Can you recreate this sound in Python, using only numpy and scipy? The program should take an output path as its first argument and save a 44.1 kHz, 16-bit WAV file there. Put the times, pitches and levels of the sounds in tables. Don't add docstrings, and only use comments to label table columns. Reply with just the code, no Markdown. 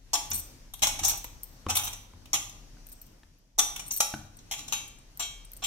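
import sys
import numpy as np
from scipy import signal
from scipy.fft import rfft, irfft
from scipy.io import wavfile
from scipy.ndimage import uniform_filter1d

SR = 44100
rng = np.random.default_rng(int(sys.argv[2]) if len(sys.argv) > 2 else 0)


def wrap_up_sound(samples):
    columns = np.atleast_2d(samples).T
    tamed = np.clip(columns, -1, 1)
    steps = np.round(tamed * 32767).astype(np.int16)
    wavfile.write(sys.argv[1], SR, steps)


N = 249682
RING = 2 ** 15
LEFT_DB = 2


def amp(db):
    return 10 ** (np.asarray(db) / 20)


def evened(x):
    return x / np.sqrt(np.mean(abs(x) ** 2) + 1e-20)


def read(points, hz):
    f, value = np.transpose(points)
    return np.interp(np.log(hz + 1), np.log(f + 1), value)


def panned(sound, left_db):
    return sound * amp([[left_db / 2], [-left_db / 2]])


def add(mix, s, sound, left_db):
    part = mix[:, round(s * SR):][:, :sound.shape[1]]
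    part += panned(sound[:, :part.shape[1]], left_db)


def ports(a, b, hz):
    # f/Hz, correlation (negative = opposed)
    likeness = [(60, 0.95), (180, 1), (550, 0.25), (1650, 0.055), (4970, -0.26), (9000, 0), (15000, 0)]
    # f/Hz, phase/rad
    phase_lead = [(0, -3.5), (1810, 1.07), (2330, 0.5), (2580, 6.97), (3190, 1.96), (5600, -1.08),
                  (5930, -4.7), (7150, -13), (9130, -19.5), (10200, -10), (16500, -17)]
    same = np.clip(read(likeness, hz), -1, 1)
    lead = read(phase_lead, hz) * hz / (hz + 300)
    left = a * np.exp(1j * lead)
    right = same * a + np.sqrt(1 - same ** 2) * b
    return np.array([left, right])


def modes(table, size):
    hz, db, t60 = np.transpose(table)[:, :, None]
    t = np.arange(size) / SR
    lead = np.array([np.angle(ports(1, 0, hz)[0]), 0 * hz])
    return amp(db - 60 * t / t60) * np.sin(2 * np.pi * hz * t + lead)


def struck(rings, spread_db):
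    mode_gain = amp(spread_db * rng.standard_normal(rings.shape[1]))
    return np.einsum("m,cmt->ct", mode_gain, rings)


def rattle(ms, per_s=600):
    t = np.arange(4000) / SR / (ms / 1000 + 1e-4)
    chance, size = rng.random((2, len(t)))
    bounces = (chance < per_s / SR) * (2 * size - 1) * np.exp(-t ** 4)
    bounces[0] = .55
    return bounces[None]


def decaying_noise(colour, t60, size, sparse=1., lumpy_db=0.):
    raw = rng.standard_normal((2, size)) * (rng.random((2, size)) < sparse)
    hz, t, z = signal.stft(raw, SR, nperseg=256)
    colour_db = read(colour, hz) + lumpy_db * rng.standard_normal(len(hz))
    decay_db = -60 * t / read(t60, hz)[:, None]
    z = ports(*z, hz[:, None]) * amp(colour_db[:, None] + decay_db)
    return signal.istft(z, SR, nperseg=256)[1][:, :size]


def hiss():
    # f/Hz, density/dB per Hz
    hiss_colour = [(35, -52), (60, -5.5), (150, -6), (194, -18), (252, -9), (393, -20.5), (497, -18),
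                   (675, -20.5), (1400, -25.5), (2640, -26), (3500, -28), (6010, -22), (7600, -31),
                   (15000, -38), (16500, -61)]
    # t/s, level/dB
    hiss_level = [(0.0, -67.5), (0.3, -53), (0.79, -64), (0.98, -54), (1.28, -60.5), (1.83, -58.5),
                  (2.08, -62), (2.59, -59.5), (3.1, -62), (3.55, -73.5), (3.77, -58.5), (4.29, -64.5),
                  (4.71, -55), (4.98, -63), (5.66, -60.5)]
    frames, hz = N // 256 + 5, np.fft.rfftfreq(1024, 1 / SR)[:, None]
    a, b, c, d, patches = rng.standard_normal((frames, 513, 5)).T
    patches = uniform_filter1d(patches, size=12, axis=0)
    patches = evened(uniform_filter1d(patches, size=14, axis=1))
    z = ports(a + 1j * b, c + 1j * d, hz) * amp(read(hiss_colour, hz) + 1.18 * patches)
    noise = signal.istft(z, nperseg=1024, noverlap=768)[1][:, :N]
    above = signal.sosfilt(signal.butter(2, 400, "high", fs=SR, output="sos"), noise)
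    level_db = np.interp(np.arange(N) / SR, *np.transpose(hiss_level))
    return noise / np.sqrt(np.mean(above ** 2)) * amp(level_db)


def rumble():
    # t/s, level/dB
    rumble_level = [(0.0, -56), (0.14, -51.5), (0.8, -52.5), (0.94, -43.5), (1.8, -59), (1.87, -46.5),
                    (2.11, -57.5), (2.76, -50), (3.53, -65), (3.58, -49), (4.08, -58), (5.28, -54.5),
                    (5.33, -49.5), (5.66, -52)]
    centre_hz, half_width_hz = 35.8, 7.1
    hz = np.fft.rfftfreq(N, 1 / SR)
    shape = 1 / (1 + ((hz - centre_hz) / half_width_hz) ** 2)
    low = irfft(ports(*rfft(rng.standard_normal((2, N))), hz) * shape, N)
    low = low / np.sqrt(uniform_filter1d((low ** 2).mean(0), 4000) + 1e-12)
    return low * amp(np.interp(np.arange(N) / SR, *np.transpose(rumble_level)))


def background():
    return panned(hiss() + rumble(), LEFT_DB)


def kitchen(x):
    # f/Hz, t60/s
    room_t60 = [(200, 0.73), (1000, 0.66), (4000, 0.59), (8000, 0.44), (16000, 0.46)]
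    room_db, first_echo_s = -9, .006
    tail = decaying_noise([(20, 0.018), (20000, 0.011)], room_t60, RING, 0.057)
    tail = tail * (np.arange(RING) > first_echo_s * SR)
    return amp(room_db) * signal.fftconvolve(x, tail / np.linalg.norm(tail[0]), axes=1)[:, :N]


def board():
    # t/s, peak level/dB, extra gain of the deepest mode/dB, knock level/dB, knock f/Hz
    thumps = [(0.321, -35, 8, -40, 786), (0.824, -31.5, -8, -75, 800), (1.016, -32.5, 6, -41, 820),
              (1.245, -49, -3, -38, 1000), (1.665, -25, 0.5, -24, 1094), (2.135, -44.5, 14.5, -46, 1010),
              (2.258, -62, -15, -54, 740), (2.339, -34, -14, -44, 800), (2.769, -71, -16.5, -53, 1520),
              (3.233, -53.5, 5.5, -46.5, 1780), (4.139, -27, -8, -24.5, 1506)]
    # f/Hz, level/dB, t60/s
    wood_modes = [(84.4, 2.5, 0.65), (99.7, -12, 1), (138.6, -3, 0.29), (212.7, -1, 0.13),
                  (256.4, -8, 0.31), (306, 0, 0.083), (321, -9, 0.38), (813, 3.5, 0.04), (1500, -21, 0.021)]
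    blow_hz = 602
    out, rings, t = np.zeros((2, N)), modes(wood_modes, RING), np.arange(RING) / SR
    blow = signal.butter(2, blow_hz, fs=SR)
    for s, db, deep_db, knock_db, knock_hz in thumps:
        woken = struck(rings[:, 1:], 4.1) + amp(deep_db) * rings[:, 0]
        thump = signal.lfilter(*blow, woken)
        grit = signal.lfilter(*signal.butter(2, 2.0 * knock_hz, fs=SR), rng.standard_normal(RING))
        knock = np.sin(2 * np.pi * knock_hz * t) + .6 * np.sin(2 * np.pi * .5 * knock_hz * t)
        knock = knock * amp(-60 * t / .02) * (1 - np.exp(-t / .0007))
        knock += grit * amp(-60 * t / .025)
        add(out, s, amp(db) * thump / abs(thump).max() + amp(knock_db) * knock, LEFT_DB)
    return out


def bangles():
    # t/s, onset level/dB, gain of the low group over the high/dB, rattle length/ms
    clinks = [(0.304, -37, -20, 11), (0.3333, -29.5, 2, 30.4), (0.346, -30, 8, 24),
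              (0.378, -35.5, -12.5, 12), (0.3904, -35, 6, 17), (1.0464, -27.5, -1, 20),
              (1.0821, -23, 3, 27), (1.1747, -38.5, 0, 11), (1.243, -39, 0, 8.4),
              (1.4333, -37.5, -2.5, 9.2), (1.77, -24.5, 7, 7.7), (1.8442, -33.5, -4, 17),
              (1.93, -48, -11, 5.3), (2.868, -49, -4, 5.6), (2.888, -51, -4, 16), (2.9179, -45, 0, 19),
              (3.016, -46, -5, 4.1), (3.0663, -59, -5, 6.5), (3.8626, -44, 17, 14), (3.88, -40.5, 6, 13),
              (3.921, -34.5, -3, 8.4), (3.936, -32.5, 0, 20), (3.9633, -30, -17, 12),
              (3.9736, -30.5, 5, 10), (3.3857, -71, -21, 7), (4.3694, -52, 11, 5.5), (4.8786, -48, 8, 7.8),
              (4.987, -56.5, 11, 7), (5.174, -45, -6, 2.7), (5.449, -50, 15, 6.7), (5.518, -48.5, -17, 2.4),
              (5.534, -46, -1, 5.6), (5.567, -46.5, 5, 6.1)]
    # f/Hz, level/dB, t60/s
    low_modes = [(4270, -16, .025), (8150, 0, .035), (8450, -4, .03), (9300, -8, .03)]
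    # f/Hz, level/dB, t60/s
    high_modes = [(12800, 0, .025), (13450, 0, .03), (14300, -6, .02), (15300, -8, .015)]
    out, size, left_db = np.zeros((2, N)), 2048, 2.5
    for s, db, low_db, ms in clinks:
        clink = 0
        for tuning in 1 + .014 * rng.standard_normal(3):
            low = modes(np.multiply(low_modes, [tuning, 1, 1]), size)
            high = modes(np.multiply(high_modes, [tuning, 1, 1]), size)
            tick = rng.standard_normal((2, size)) * amp(-60 * np.arange(size) / SR / 0.006)
            ring = struck(high, 3.) + amp(low_db) * struck(low, 3.)
            ring += 1.5 * np.diff(tick, prepend=0)
            clink = clink + signal.fftconvolve(ring, rattle(ms, 400), axes=1)
        onset_rms = np.sqrt((clink[:, :600] ** 2).mean())
        add(out, s, amp(db) * clink / onset_rms, left_db)
    return out


def bowl():
    # t/s, level near 6 kHz/dB, then relative to it 900 Hz/dB, 3 kHz/dB, 12 kHz/dB,
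    # favoured middle mode f/Hz, favoured upper mode f/Hz, rattle length/ms
    clanks = [(0.133, -23.5, -7.5, -13, -6, 2690, 5550, 23.7), (0.152, -38.5, -1.5, 9, 9, 3505, 5550, 4.6),
              (0.313, -27.5, -16.5, -13, -14, 4269, 5928, 4.5), (0.737, -48, -3, 6, 14, 3828, 5928, 3.7),
              (0.793, -55, -10, 3, 6, 3192, 6365, 1.6), (0.821, -26.5, -11.5, 0.5, 2, 2842, 6365, 15),
              (0.83, -23.5, -7, -2.5, -6, 3505, 6365, 7), (0.87, -24.5, -7, -10.5, -3, 3828, 5550, 4.6),
              (0.991, -34.5, -5.5, -3, -2, 3410, 5928, 4.6),
              (1.032, -28, -10.5, -10.5, -7, 4085, 5590, 8.3),
              (1.047, -24.5, -15, -18.5, -7, 4085, 5590, 34), (1.082, -28.5, -17, -8.5, -7, 3410, 5928, 22),
              (1.112, -34.5, -10, -10.5, -1, 3192, 5928, 9.4), (1.133, -37, -5, -12, -30, 3085, 5928, 6),
              (1.244, -47, -2, 0.5, -11.5, 3085, 6365, 2.5), (1.686, -37.5, 4.5, -3.5, -6, 2375, 5928, 29),
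              (1.698, -29.5, -6, -4.5, -0.5, 2375, 5928, 10.6), (1.753, -35.5, -9, 3, 13, 4085, 5928, 20),
              (1.768, -36.5, -0.5, 4.5, 7.5, 4085, 6731, 29.4), (1.835, -40, -7, -6, -1.5, 3410, 5928, 47),
              (1.87, -40, -4.5, 2, 4, 3192, 5928, 13), (1.928, -42.5, -9, -4, -3, 3085, 5928, 7.9),
              (2.257, -59.5, -7, 8.5, 8, 3828, 5928, 2.2), (2.332, -23.5, -12.5, -8.5, -5, 3828, 6731, 18),
              (2.352, -36, -13, 4.5, 2, 3828, 6543, 11.5), (2.495, -48.5, -7, -8, -0.5, 2375, 6365, 5),
              (3.581, -35, 2, -20, -4, 4085, 6731, 6.9), (3.586, -18, -11, -8.5, -3, 3192, 5928, 8.1),
              (3.761, -41, -8.5, 3, 7, 3192, 5590, 3.1), (3.795, -40, -7, -2.5, 0.5, 3192, 5928, 5.7),
              (3.907, -28, -24.5, -20, -12, 3410, 5928, 6.9), (4.004, -20, -7.5, -8.5, -1, 3505, 5590, 5),
              (4.389, -52.5, -17, -6, -8, 2842, 6543, 2.1), (4.512, -36, -8.5, 0, -1.5, 2375, 7140, 26.6),
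              (4.582, -44.5, -10.5, -2, -3, 2375, 7140, 24), (4.679, -42, -13, -5, -1.5, 3085, 6731, 7.2),
              (4.724, -28.5, -11, -1.5, -3, 2690, 6731, 10.4), (5.195, -37, -6, 0.5, 2, 3192, 7537, 20.4),
              (5.222, -37, -41, 0.5, -11, 3192, 7537, 18), (5.622, -47, 3, 5.5, -7, 3410, 7332, 33),
              (5.638, -36.5, -31, 7.5, 5.5, 3410, 7537, 11)]
    mode_hz = [694, 808, 842, 1156, 1448, 1647, 1950, 2223, 2375, 2690, 2842, 3085, 3192, 3410, 3505, 3828,
               4085, 4269, 4791, 5550, 5590, 5928, 6365, 6543, 6731, 6907, 7001, 7140, 7332, 7537]
    # level with dough in/dB, level with dough out/dB, t60 before hand and dough damp it/s
    mode_levels = [(-9, -8, .25), (-5, -14, .2), (-4, -14, .25), (-8, -10, .25), (-18, -16, .6),
                   (-19, -16, .55), (-19, -16, .5), (-15, -11, .45), (-11, -11, .7), (-16, -12, 1.1),
                   (-13, -13, .45), (-13, -8, .45), (-9, -8, .55), (-8, -11, .45), (-14, -10, .5),
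                   (-9, -6, .5), (-12, -8, .35), (-13, -10, .35), (-20, -18, .4), (-10, -8, .3),
                   (-9, -11, .4), (-3, -8, .65), (-6, -9, .4), (-5, -9, .35), (-2, -8, .4), (-11, -9, .35),
                   (-11, -11, .3), (-13, -12, .4), (-14, -8, .3), (-14, -6, .4)]
    # f/Hz, density/dB per Hz
    dense_colour = [(180, -45), (300, -3), (513, -25.5), (807, 0.5), (1130, -11), (1900, -13), (2400, -5),
                    (3900, -5), (4850, -17.5), (5740, 5), (6560, -1), (9650, -14.5), (13500, -11.5),
                    (15700, -6), (16500, -46.5)]
    # f/Hz, t60/s
    dense_t60 = [(300, 0.99), (900, 0.029), (2000, 0.48), (4000, 0.32), (6500, 0.14), (10000, 0.59),
                 (16000, 0.17)]
    lift_start_s, lift_s, free_share = 4.395, 0.54, 0.81
    hand_damp, tap_damp, tap_ms = 58.5, 60.5, 5
    firm_db, firm_span_db = -31.5, 10
    free_dense_db, free_damp = -9, -32
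    dense_db, crack_db = -1, 12.5
    favour_mid_db, favour_top_db = 5, 11
    valley_hz, valley_depth_db = 1750, -6
    left_db = 2.5

    out, t, hz = np.zeros((2, N)), np.arange(RING // 2) / SR, np.fft.rfftfreq(RING, 1 / SR)
    mode_hz = np.array(mode_hz)
    loaded_db, free_db, t60 = np.transpose(mode_levels)
    rings = modes(np.transpose([mode_hz, 0 * t60, t60]), RING // 2)
    valley_db = valley_depth_db * np.exp(-(np.log(hz / valley_hz + 1e-9) / 0.21) ** 2)
    bands = [(600, 1400), (2000, 4500), (5000, 7500), (8000, 16000)]
    for s, db, low_db, mid_db, high_db, mid_hz, top_hz, ms in clanks:
        share = free_share * np.clip((s - lift_start_s) / lift_s, 0, 1)
        bounces = rattle(ms)
        tap = np.exp(-(ms / tap_ms) ** 2) * np.clip((firm_db - db) / firm_span_db, 0, 1)
        damp = hand_damp + free_damp * share + tap_damp * tap

        near_mid, near_top = [np.exp(-((mode_hz / f - 1) / .015) ** 2) for f in (mid_hz, top_hz)]
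        favoured_db = favour_mid_db * near_mid + favour_top_db * near_top
        mode_db = loaded_db + share * (free_db - loaded_db) + favoured_db
        clear = evened(struck(rings * amp(mode_db)[:, None], 3.))
        fed = np.sqrt(np.cumsum(np.pad(bounces[0], (0, len(t)))[:len(t)] ** 2))

        dense = evened(decaying_noise(dense_colour, dense_t60, RING // 2, .1, lumpy_db=3.5))
        crack = amp(crack_db - 60 * t / .04)
        dense *= amp(dense_db + free_dense_db * share) * (1 + crack)
        ring = clear * fed + signal.fftconvolve(dense, bounces, axes=1)[:, :len(t)]
        ring *= amp(-damp * t) * (1 - (t / t[-1]) ** 4)

        contact = round((ms + 6) / 1000 * SR)
        power = abs(rfft(ring[:, :contact], 4096)) ** 2 / (4096 * contact)
        has_db = [10 * np.log10(power[:, lo * 4096 // SR:hi * 4096 // SR].sum()) for lo, hi in bands]
        gain_db = db + np.array([low_db, mid_db, 0, high_db]) - has_db
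        colour = [(480, gain_db[0] - 9), *zip((750, 3200, 6200, 11000), gain_db), (16000, gain_db[3] - 12.5)]
        clank = irfft(rfft(ring, RING) * amp(read(colour, hz) + valley_db))
        add(out, s, clank[:, :RING * 3 // 4], left_db)
    return out


def scene():
    behind = background()
    thumps_and_clanks, clinking = board() + bowl(), bangles()
    sent = thumps_and_clanks + amp(-3) * clinking
    return behind + kitchen(sent) + clinking + thumps_and_clanks


def record(dry):
    edge_hz, top_hz = 15900, 17000
    hz = np.fft.rfftfreq(N, 1 / SR)
    corners_hz = [edge_hz - 60, edge_hz + 60, top_hz - 40, top_hz + 40]
    step_db = np.interp(hz, corners_hz, [0, -18, -18, -90])
    return irfft(rfft(dry) * amp(step_db), N)


dry = scene()
out = record(dry)
wrap_up_sound(out)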